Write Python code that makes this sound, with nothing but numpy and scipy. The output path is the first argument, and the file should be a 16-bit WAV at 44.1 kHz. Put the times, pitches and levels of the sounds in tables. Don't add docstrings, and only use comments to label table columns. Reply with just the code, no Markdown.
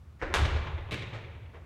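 import sys
import numpy as np
from scipy import signal
from scipy.fft import rfft, irfft, next_fast_len
from scipy.io import wavfile

SR = 44100
rng = np.random.default_rng(int(sys.argv[2]) if len(sys.argv) > 2 else 0)


def store_wav(level_fs):
    pcm = np.round(np.clip(np.atleast_2d(level_fs), -1, 1) * 32767)
    wavfile.write(sys.argv[1], SR, pcm.T.astype(np.int16))


N = 72765
T = np.arange(N) / SR


def from_db(db):
    return 10 ** (np.asarray(db) / 20)


def at_hz(points, hz):
    table_hz, values = np.transpose(points)
    return np.interp(np.log(np.maximum(hz, 1)), np.log(table_hz), values)


def coloured(x, colour, tilt_db_per_octave=0):
    size = 2 * next_fast_len(N)
    hz = np.arange(size // 2 + 1) * SR / size
    octaves = np.log2(np.maximum(hz, 100) / 1000)
    cepstrum = irfft(np.log(from_db(at_hz(colour, hz) + tilt_db_per_octave * octaves)))
    cepstrum[1:size // 2] *= 2
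    cepstrum[size // 2 + 1:] = 0
    return irfft(rfft(x, size) * np.exp(rfft(cepstrum)))[:N]


def delayed(x, delay_s):
    return np.concatenate([np.zeros(int(delay_s * SR)), x])[:N]


def dying(t60_s):
    return np.exp(-np.log(1000) * T / t60_s)


def ventilation():
    # frequency_hz, gain_db
    air_colour = [(25, -16.5), (50, -10.5), (73, 13), (105, 1), (200, -10.5), (500, -24), (1200, -25.5),
                  (2500, -33.5), (5000, -41), (15000, -51)]
    white = rfft(rng.standard_normal(N))
    hz = np.arange(len(white)) * SR / N
    return irfft(white * from_db(at_hz(air_colour, hz) - 31.5), N)


def diffuse_field():
    # frequency_hz, t60_s
    hall_t60 = [(60, 2.7), (200, 1.35), (450, 1.98), (700, 1.71), (1000, 1.78), (1500, 1.37), (2300, 1.51),
                (3700, 1.33), (4800, 0.85), (6300, 0.9), (8500, 0.55), (15000, .38)]
    white = rfft(rng.standard_normal(N))
    hz = np.arange(len(white)) * SR / N
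    third_octaves = 3 * np.log2(np.clip(hz, 80, 16000) / 80)
    sound = np.zeros(N)
    for k in range(24):
        band = irfft(white * np.maximum(1 - abs(third_octaves - k), 0), N)
        sound += band * dying(at_hz(hall_t60, 80 * 2 ** (k / 3)))
    return sound


def hall(build_s, flutter_db):
    round_trip_s, rise_s, fade_s = 0.109, 0.0035, 0.011
    since_s = T % round_trip_s
    echoes = 2 * (T > round_trip_s) * (1 - np.exp(-since_s / rise_s)) * np.exp(-since_s / fade_s)
    early, late = from_db(-2) * dying(t60_s=0.42), from_db(-6.5)
    envelope = np.sqrt(early ** 2 + late ** 2 + (from_db(flutter_db) * echoes) ** 2)
    return diffuse_field() * envelope * (1 - np.exp(-(T / build_s) ** 2))


def shoes():
    # start_s, level_db, tilt_db_per_octave
    steps = [(0.191, -42.5, 1.5), (1.128, -31.5, 0.5), (1.531, -38.5, -2.5)]
    # frequency_hz, gain_db
    shoe_colour = [(35, -4.5), (90, -4.5), (200, -11.5), (520, 1.5), (850, -4.5), (1300, -5.5),
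                   (2100, -4.5), (3000, -15), (4500, -22.5), (7000, -29.5), (15000, -65)]
    roll_s = 0.019
    roll = T / roll_s * np.exp(1 - T / roll_s)
    sound = np.zeros(N)
    for start_s, level_db, tilt in steps:
        step = roll * rng.standard_normal(N) + hall(build_s=roll_s, flutter_db=-13)
        sound += from_db(level_db) * delayed(coloured(step, shoe_colour, tilt), start_s)
    return sound


def booms():
    # start_s, level_db, pitch_ratio
    blows = [(0.208, -38.5, 0.687), (0.269, -30, 1.06), (.372, -16, 1), (.905, -33, 1.5),
             (1.059, -36.5, 1.4), (1.24, -37, 1.17)]
    # pitch_hz, level_db, t60_s
    panel_modes = [(47, -8.5, 0.15), (57.5, -6, 0.53), (75.44, 2.5, 0.48), (89.63, -5.5, 0.51),
                   (123.3, -19, 0.42)]
    # delay_s, level_db
    arrivals = [(0, -2), (0.134, -6.5), (.215, -19.5), (.315, -10)]
    # frequency_hz, gain_db
    tail_colour = [(25, -22), (42, -13), (78, -0.5), (120, -1), (180, -16), (400, -68.5)]
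    swell_s = 0.021
    swell = 1 - np.exp(-(T / swell_s) ** 2)
    sound = np.zeros(N)
    for start_s, blow_db, pitch_ratio in blows:
        ring = swell * sum(from_db(db) * np.sin(2 * np.pi * pitch_ratio * hz * T) * dying(t60_s)
                           for hz, db, t60_s in panel_modes)
        heard = sum(from_db(db) * delayed(ring, delay_s) for delay_s, db in arrivals)
        tail = from_db(9) * coloured(swell * dying(t60_s=2.0) * rng.standard_normal(N), tail_colour)
        sound += from_db(blow_db) * delayed(heard + tail, start_s)
    return sound


def casing_slap(smear):
    smear = np.clip(smear, 0, 1)
    shudder = from_db(-21) * rng.standard_normal(N) * dying(t60_s=0.016)
    grit = rng.standard_normal(N) * dying(t60_s=0.011)
    sound = shudder + np.sqrt(smear / np.sum(grit ** 2)) * grit
    sound[0] += np.sqrt(1 - smear)
    recoil = -0.7
    return signal.lfilter([recoil, 1], [1, recoil], sound + 1e-18)


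def ball_ring(slap):
    # pitch_hz, level_db (relative to the slap)
    air_modes = [(357, -3.5), (413, -2.5), (560, -2), (710, -37), (870, -5), (1050, -2), (1194, -16),
                 (1456, -7), (1658, -1.5), (2335, 0.5), (2722, -15), (3270, -19), (3690, 1)]
    width_hz = 13
    radius = np.exp(-np.pi * width_hz / SR)
    gain = (1 - radius ** 2) / 2
    ring = np.zeros(N)
    for hz, db in air_modes:
        feedback = [1, -2 * radius * np.cos(2 * np.pi * hz / SR), radius ** 2]
        ring += from_db(db) * signal.lfilter([gain, 0, -gain], feedback, slap)
    return slap + ring


def ball_contact(colour, paths, smear, hall_db, hall_tilt, flutter_db):
    hard = np.zeros(N)
    for delay_s, path_db in paths:
        slap = casing_slap(smear + 8.3 * delay_s)
        dulled = coloured(slap, colour, tilt_db_per_octave=-13 * delay_s)
        hard += from_db(path_db) * delayed(dulled, delay_s)
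    reverberation = coloured(hall(build_s=0.0061, flutter_db=flutter_db), colour, hall_tilt)
    return ball_ring(hard + from_db(hall_db) * reverberation)


def kick():
    # frequency_hz, gain_db
    colour = [(35, 9), (80, 2), (150, -7), (300, 7), (550, 3.5), (850, -1.5), (1900, 2), (2700, -11),
              (4500, -21.5), (8000, -34.5), (15000, -72)]
    # delay_s, level_db
    paths = [(0, 14.5), (.008, 18), (0.016, 17), (0.02, 16.5)]
    return ball_contact(colour, paths, smear=0.5, hall_db=-1.5, hall_tilt=-0.14, flutter_db=-4.5)


def floor_bounce():
    # frequency_hz, gain_db
    colour = [(35, -4), (70, 2.5), (125, 3.5), (200, 3), (300, -1.5), (500, -0.5), (750, -7), (1500, -6),
              (2300, 1.5), (2900, -3.5), (3800, -4.5), (4800, -14.5), (9000, -23), (15000, -37)]
    # delay_s, level_db
    paths = [(0, 16), (.0095, 17), (0.0171, 17), (0.028, 13.4), (.0325, 20.9)]
    return ball_contact(colour, paths, smear=0.81, hall_db=1.0, hall_tilt=-0.69, flutter_db=-3)


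def wall_hit():
    # frequency_hz, gain_db
    colour = [(35, 10.5), (150, -3), (350, 1.5), (700, -1), (1100, 1.5), (2000, -1.5), (3600, -6),
              (4800, -13), (9000, -21), (15000, -39.5)]
    # delay_s, level_db
    paths = [(0, 22.7), (.005, 18), (.008, 14), (.0122, 15), (0.0185, 14), (0.028, 7.7), (.0305, 12)]
    return ball_contact(colour, paths, smear=0.031, hall_db=-1.5, hall_tilt=0.093, flutter_db=-2.5)


def scene():
    ball = from_db(-22) * delayed(kick(), delay_s=0.2158)
    ball += from_db(-14.5) * delayed(wall_hit(), delay_s=0.3406)
    ball += from_db(-24.5) * delayed(floor_bounce(), delay_s=0.9105)
    return (ball + shoes() + booms() + ventilation())[None]


def record(dry):
    low_cut_hz, high_cut_hz, peak_limit = 22.7, 15900, 0.45
    sound = signal.sosfilt(signal.butter(4, low_cut_hz, "high", fs=SR, output="sos"), dry)
    sound = sound / (1 + (sound / peak_limit) ** 4) ** 0.25
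    return signal.sosfilt(signal.ellip(10, 0.1, 80, high_cut_hz, fs=SR, output="sos"), sound)


dry = scene()
out = record(dry)
store_wav(out)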